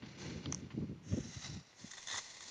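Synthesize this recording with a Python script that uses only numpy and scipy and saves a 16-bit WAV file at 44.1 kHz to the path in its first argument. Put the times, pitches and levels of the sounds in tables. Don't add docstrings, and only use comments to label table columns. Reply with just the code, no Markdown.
import sys
import numpy as np
from scipy import signal
from scipy.fft import rfft, irfft, next_fast_len
from scipy.io import wavfile
from scipy.ndimage import uniform_filter1d

SR = 44100
rng = np.random.default_rng(int(sys.argv[2]) if len(sys.argv) > 2 else 0)


def generate_wav(sig):
    pcm = np.round(np.clip(np.atleast_2d(sig).T, -1, 1) * 32767).astype(np.int16)
    wavfile.write(sys.argv[1], SR, pcm)


N = 110250
TIME = np.arange(N) / SR

# pitch_hz, gain_db
FIELD_TONE = [(25, -15.5), (95, 6.5), (300, 1.5), (800, 2.5), (1500, -0.5), (2500, -1.5), (4000, -9.5),
              (6000, -12), (7200, -14), (8000, -32), (10000, -20)]
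# time_s, level_db
WIND_LEVEL = [(0, -67.5), (.03, -51), (.17, -60), (.25, -46.5), (.3, -49.5), (.35, -44.5), (.43, -54.5),
              (.48, -42.5), (.6, -50.5), (.645, -47.5), (.7, -59.5), (.74, -52.5), (.78, -44),
              (.835, -40.5), (.86, -49.5), (.91, -44), (1.01, -61), (1.1, -48), (1.2, -51), (1.24, -51),
              (1.27, -49), (1.32, -60), (1.44, -59), (1.48, -53), (1.575, -49), (1.65, -78.5), (1.76, -84),
              (1.82, -60), (2.0, -86), (2.5, -73.5)]
# pitch_hz, gain_db
WIND_TONE = [(20, -47), (38, -39.5), (50, -24), (65, -9), (85, 0), (150, 2), (220, -2), (320, -9),
             (450, -19), (650, -33), (1000, -35), (2500, -80)]
# peak_time_s, level_db, width_s, pitch_hz
PUFFS = [(0.028, -48.5, 0.004, 233), (0.485, -43.5, 0.026, 175), (0.747, -43.5, 0.006, 126),
         (0.781, -34.5, 0.0055, 180), (0.827, -36.5, 0.0083, 191), (.896, -43.5, 0.0033, 200),
         (1.134, -30, 0.012, 122), (1.18, -34, 0.0084, 235), (1.205, -38.5, 0.0039, 81),
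         (1.371, -42, 0.0066, 120), (1.519, -48.5, 0.053, 113.4), (1.57, -49, 0.0097, 133),
         (1.846, -43, 0.0028, 174), (2.151, -61, 0.016, 74)]
# time_s, level_db
SWIRL_LEVEL = [(0, -51.5), (.33, -43.5), (.5, -52.5), (.76, -54), (.82, -68), (1.13, -50.5), (1.55, -70),
               (1.85, -50), (2.5, -55)]
# pitch_hz, gain_db
SWIRL_TONE = [(100, -24), (220, -8), (320, -1), (450, -7.5), (600, -12), (800, -34), (2000, -76.5)]

# time_s, level_db
LAYING_LEVEL = [(0, -65), (.018, -68.5), (.03, -63), (.07, -59.5), (.17, -60), (.22, -53), (.26, -54),
                (.35, -54.5), (.41, -59), (.45, -57), (.49, -59.5), (.56, -65), (.66, -65.5), (.78, -67.5),
                (.95, -75), (1.05, -80)]
# pitch_hz, gain_db
LAYING_TONE = [(200, -11), (600, -4.5), (900, 5), (1200, -2), (1550, 5), (1850, -0.5), (2250, 8),
               (2600, -2.5), (2850, 5), (3100, -3), (3520, 1.5), (3800, -3.5), (4170, 5), (4650, 1),
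               (5000, -1.5), (5500, -3.5), (5950, 1), (6250, -7), (7000, -7), (7900, -36), (9000, -31.5),
               (10000, -41)]
# start_s, level_db, rise_s, hold_s, fall_s
LEAF_SWISHES = [(0.178, -59, 0.016, 0.046, 0.22), (0.5, -57.5, 0.022, 0.019, 0.092),
                (1.019, -55.5, 0.11, 0.28, 0.15), (1.733, -60, 0.097, 0.38, 0.17)]
# pitch_hz, gain_db
SWISH_TONE = [(400, -10), (1000, -15.5), (1400, -4), (1950, 0.5), (2400, -6.5), (3300, -3.5), (4300, -17.5),
              (5100, -15), (5600, 5), (5950, -4.5), (6350, 9), (6700, -0.5), (7100, -4.5), (7900, -24.5),
              (8900, -19), (10000, -27)]
# time_s, level_db
GATHERING_LEVEL = [(1.03, -83), (1.09, -63.5), (1.2, -61.5), (1.26, -58), (1.32, -53.5), (1.39, -55.5),
                   (1.45, -47), (1.5, -52.5), (1.55, -54), (1.6, -60.5), (1.65, -67.5), (1.7, -64),
                   (1.76, -73.5), (1.85, -88)]
# pitch_hz, gain_db
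GATHERING_TONE = [(200, -21.5), (750, -1), (1050, -6.5), (1400, -1), (1700, -8), (2000, 5), (2300, -8),
                  (2800, -1), (3150, -8.5), (3600, -2), (3980, 6), (4200, 1.5), (4430, -3), (4720, 4),
                  (5100, -4), (5450, 4.5), (5950, 2.5), (6500, -2.5), (7150, -5), (7900, -24.5),
                  (8900, -25), (10000, -18)]
# time_s, level_db
PULLING_LEVEL = [(1.72, -74.5), (1.81, -57.5), (1.9, -57.5), (2.05, -55), (2.19, -46.5), (2.225, -56),
                 (2.28, -52.5), (2.38, -54.5), (2.43, -52), (2.5, -50)]
# pitch_hz, gain_db
PULLING_TONE = [(200, -7), (700, -7.5), (1050, 1), (1350, -11.5), (1700, -5), (1980, 6), (2300, -3.5),
                (2700, -5), (3080, -6.5), (3450, 3.5), (3800, -2), (4280, 5.5), (4600, 0.5), (5000, 2),
                (5700, 1), (6500, 4.5), (7250, -2), (7900, -19.5), (8900, -11.5), (10000, -47.5)]
# start_s, level_db, fade_s, dull_above_hz
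STRAW_KNOCKS = [(0.022, -55.5, 0.033, 4020), (0.458, -37.5, 0.0023, 5060), (0.5251, -32.5, 0.00089, 2200),
                (0.5457, -43.5, 0.0028, 1380), (0.704, -52, 0.019, 2320), (0.813, -61.5, 0.041, 1310),
                (1.12, -52, 0.014, 2600), (1.729, -53, 0.0047, 1500)]
# pitch_hz, gain_db
KNOCK_TONE = [(200, -3.5), (700, 7.5), (1100, 11.5), (1600, 8), (2150, 13.5), (2700, 9), (3250, 15.5),
              (4000, 1.5), (4700, 13.5), (5400, -11), (7000, -23), (10000, -35)]
# peak_time_s, level_db, pitch_hz, rise_s, fade_s
SHARP_TICKS = [(0.5246, -24, 6110, 0.00035, 0.0006), (0.5467, -25, 6070, 0.000093, 0.00064)]

# start_s, level_db, fade_s, extra_woody_db, extra_bright_db
STALK_SNAPS = [(1.909, -46, 0.0024, -16, 10), (1.913, -41, 0.0073, -17, 10), (1.934, -44, 0.0061, -1.5, -4),
               (1.970, -46.5, 0.011, 5, 0.5), (1.979, -47, 0.0054, -11, -3), (2.028, -46.5, 0.0027, -3, 8),
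               (2.071, -36.5, 0.0053, -11, 6), (2.083, -39, 0.014, -16, 0), (2.099, -40.5, 0.004, 5, -13),
               (2.111, -37.5, 0.011, -5, -2.5), (2.124, -40.5, 0.0092, 3, 7),
               (2.132, -41.5, 0.0042, 12.5, 7), (2.141, -38.5, 0.0043, 17, -11),
               (2.15, -39.5, 0.0088, -4, -2), (2.158, -35.5, 0.0029, 0, -8), (2.171, -36.5, 0.01, 10.5, 10),
               (2.179, -37, 0.0049, 5, 3.5), (2.185, -44, 0.0019, 10, -10), (2.406, -41, 0.0025, -5, -1),
               (2.426, -44, .003, 0, 6)]
# pitch_hz, width_hz, gain_db
BLADE_RINGS = [(730, 100, -16), (1134, 243, -1.5), (1625, 170, -3.5), (1823, 97, 2.5), (1937, 140, 3.5),
               (2520, 600, -12), (3460, 290, 2), (3620, 270, 0.5), (4120, 220, -1.5), (5220, 530, -2),
               (5930, 300, -4.5), (6360, 290, 3.5), (6400, 280, -14), (9300, 900, -20)]
# pitch_hz, gain_db
CUT_TONE = [(100, 3.5), (2000, 0), (7200, -2), (7900, -15), (9000, -10.5), (10000, -16.5)]
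# pitch_hz, width_hz, gain_db
STRAW_DIPS = [(1345, 130, -3.5), (1668, 110, -7), (2222, 130, -7), (3150, 240, -3), (3700, 26, 4),
              (4450, 500, -2.5), (5140, 200, -2), (6500, 170, 1.5), (6500, 310, -7)]
# pitch_hz, spread_db
RUSTLE_SPREAD = [(1000, -75), (3600, -65), (4600, -28), (5600, -17), (7000, -13), (9000, -7)]
# pitch_hz, spread_db
CUT_SPREAD = [(1000, -75), (5000, -55), (7000, -32), (8000, -7), (9000, -6)]

LEFT_RIGHT = np.array([[1], [-1]])


def from_db(db):
    return 10 ** (np.asarray(db) / 20)


def unit_level(x):
    return x / np.sqrt(np.mean(x ** 2) + 1e-20)


def evened(x, samples):
    return x / np.sqrt(np.abs(uniform_filter1d(x * x, samples)) + 1e-12)


def level_curve(rows):
    times, db = np.transpose(rows)
    before_db = db[0] if times[0] < .1 else -120
    after_db = db[-1] if times[-1] > 2.4 else -120
    return from_db(np.interp(TIME, times, db, left=before_db, right=after_db))


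def stroke(start_s, level_db, rise_s, hold_s, fall_s):
    corners = start_s + np.cumsum([0, rise_s, hold_s, fall_s])
    return from_db(level_db) * np.interp(TIME, corners, [0, 1, 1, 0])


def burst(start_s, level_db, fade_s, rise_s):
    rise = np.clip((TIME - start_s) / rise_s, 0, 1)
    fade = np.exp(-np.clip((TIME - start_s - rise_s) / fade_s, 0, 40))
    return from_db(level_db) * rise * fade


def wobble(rate_hz):
    step, warm_up = 40, 2000
    pole = np.exp(-2 * np.pi * step * rate_hz / SR)
    noise = rng.standard_normal(N // step + warm_up + 2)
    slow = signal.lfilter([1], [1, -2 * pole, pole * pole], noise)[warm_up:]
    return np.interp(np.arange(N) / step, np.arange(len(slow)), unit_level(slow))


def shape_tone(x, table):
    size = 2 * next_fast_len(N)
    hz, db = np.transpose(table)
    bins_hz = np.maximum(np.arange(size // 2 + 1) * SR / size, 1)
    gains = from_db(np.interp(np.log(bins_hz), np.log(hz), db))
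    cepstrum = irfft(np.log(gains))
    cepstrum[1:size // 2] *= 2
    cepstrum[size // 2 + 1:] = 0
    return irfft(rfft(x, size) * np.exp(rfft(cepstrum)))[:N]


def resonate(x, hz, width_hz):
    pole = np.exp(-np.pi * width_hz / SR)
    feedback = [1, -2 * pole * np.cos(2 * np.pi * hz / SR), pole * pole]
    return signal.lfilter(np.array([1, 0, -1]) * (1 - pole * pole) / 2, feedback, x)


def keep_range(x, kind, hz, order):
    return signal.sosfilt(signal.butter(order, hz, kind, fs=SR, output="sos"), x)


def cut_top(x, hz):
    return signal.sosfilt(signal.cheby2(14, 60, hz, fs=SR, output="sos"), x)


def add_dips(x):
    for hz, width_hz, db in STRAW_DIPS:
        x = x - (1 - from_db(db)) * resonate(x, hz, width_hz)
    return x


def open_field(level_db=-68.5):
    return from_db(level_db) * unit_level(shape_tone(rng.standard_normal(N), FIELD_TONE))


def wind(flutter_db=3.5, strong_gust_db=-38, swirl_growth=0.76):
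    gust = level_curve(WIND_LEVEL) * from_db(flutter_db * np.tanh(wobble(rate_hz=64)))
    rumble = gust * evened(shape_tone(rng.standard_normal(N), WIND_TONE), samples=900)
    for peak_s, db, width_s, hz in PUFFS:
        swell = from_db(db) * np.exp(-.5 * ((TIME - peak_s) / width_s) ** 2)
        width_hz = 0.58 * hz
        air = resonate(resonate(rng.standard_normal(N), hz, width_hz), hz, width_hz)
        rumble += swell * evened(air, samples=600)
        gust = np.hypot(gust, swell)
    swirls = evened(shape_tone(rng.standard_normal(N), SWIRL_TONE), samples=600)
    swirls *= level_curve(SWIRL_LEVEL) * (gust / from_db(strong_gust_db)) ** swirl_growth
    return keep_range(rumble + swirls, "band", hz=[51, 634], order=4)


def fibre_clicks(clicks_per_s=9000):
    sizes_db = np.minimum(rng.exponential(1, N), 5)
    clicks = from_db(sizes_db) * rng.choice([-1, 1], N)
    return unit_level(clicks * (rng.random(N) < clicks_per_s / SR))


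def rustle(loudness, tone, cracks_per_s=66, crack_db=11.5, flicker_db=2.55):
    cracks = from_db(crack_db) * (rng.random(N) < cracks_per_s / SR) * rng.uniform(-2.4, 0.92, N)
    flicker = from_db(flicker_db * np.tanh(wobble(rate_hz=31)))
    rubbing = shape_tone(fibre_clicks() + cracks, tone)
    return loudness * flicker * evened(rubbing, samples=1500)


def handled_straw():
    laying = rustle(level_curve(LAYING_LEVEL), LAYING_TONE)
    sliding = rustle(sum(stroke(*row) for row in LEAF_SWISHES), SWISH_TONE)
    gathering = rustle(level_curve(GATHERING_LEVEL), GATHERING_TONE)
    pulling = rustle(level_curve(PULLING_LEVEL), PULLING_TONE)
    return laying + sliding + gathering + pulling


def straw_knocks():
    out = np.zeros(N)
    for start_s, db, fade_s, dull_hz in STRAW_KNOCKS:
        crack = evened(fibre_clicks(), samples=40) * burst(start_s, db, fade_s, rise_s=0.000098)
        out += keep_range(crack, "low", dull_hz, order=2)
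    return shape_tone(out, KNOCK_TONE)


def ticks(drop_hz_per_s=440000, overtone_hz=9530, overtone_db=-26.5, rounding_s=0.00025):
    out = np.zeros(N)
    for peak_s, db, hz, rise_s, fade_s in SHARP_TICKS:
        t = np.clip(TIME - peak_s, -.02, .02)
        from_peak_s = np.hypot(t, rounding_s) - rounding_s
        loudness = from_db(db) * np.exp(-from_peak_s / np.where(t < 0, rise_s, fade_s))
        chirp = np.sin(2 * np.pi * (hz - .5 * drop_hz_per_s * t) * t)
        overtone = from_db(overtone_db) * np.sin(2 * np.pi * overtone_hz * t)
        out += loudness * (chirp + overtone)
    return out


def blade_ring(x, woody_db=0, bright_db=0, detune=0, scatter_db=0.5):
    out = 0
    for hz, width_hz, db in BLADE_RINGS:
        db += woody_db * np.interp(hz, (1150, 1900), [1, 0])
        db += bright_db * np.interp(hz, (4000, 6000), [0, 1])
        pitch_shift, level_shift = rng.uniform(-1.2, 1, 2)
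        ring = resonate(x, hz * (1 + detune * pitch_shift), width_hz)
        out = out + from_db(db + scatter_db * level_shift) * ring
    return out


def sickle_cut(crack_above_tear_db=12):
    fibres = evened(fibre_clicks(), samples=100)
    sawing = stroke(start_s=2.075, level_db=-46, rise_s=.06, hold_s=.051, fall_s=.012)
    out = sawing * unit_level(blade_ring(fibre_clicks()))
    for start_s, db, fade_s, woody_db, bright_db in STALK_SNAPS:
        span = slice(int(start_s * SR), int((start_s + .1) * SR))
        loudness = burst(start_s, db, fade_s, rise_s=0.00123)[span]
        tear = fibres[span] * loudness
        tear[np.argmax(loudness)] += from_db(db + crack_above_tear_db)
        snap = blade_ring(tear, woody_db, bright_db, detune=0.016)
        out[span] += unit_level(snap) * np.sqrt(np.mean(loudness ** 2))
    return shape_tone(out, CUT_TONE)


def scene():
    leaves = add_dips(handled_straw())
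    sickle = add_dips(sickle_cut())
    field = open_field()
    side = (shape_tone(leaves, RUSTLE_SPREAD) + shape_tone(sickle, CUT_SPREAD)) * wobble(rate_hz=400)
    middle = field + leaves + add_dips(straw_knocks()) + ticks() + wind() + sickle
    return middle + side * LEFT_RIGHT


def record(dry, hiss_db=-91.5, side_gain_db=-3.5):
    middle, side = from_db(hiss_db) * rng.standard_normal((2, N))
    side = from_db(side_gain_db) * keep_range(side, "high", hz=4500, order=6)
    hiss = middle + side * LEFT_RIGHT
    return cut_top(cut_top(dry, hz=10500) + hiss, hz=15200)


dry = scene()
out = record(dry)
generate_wav(out)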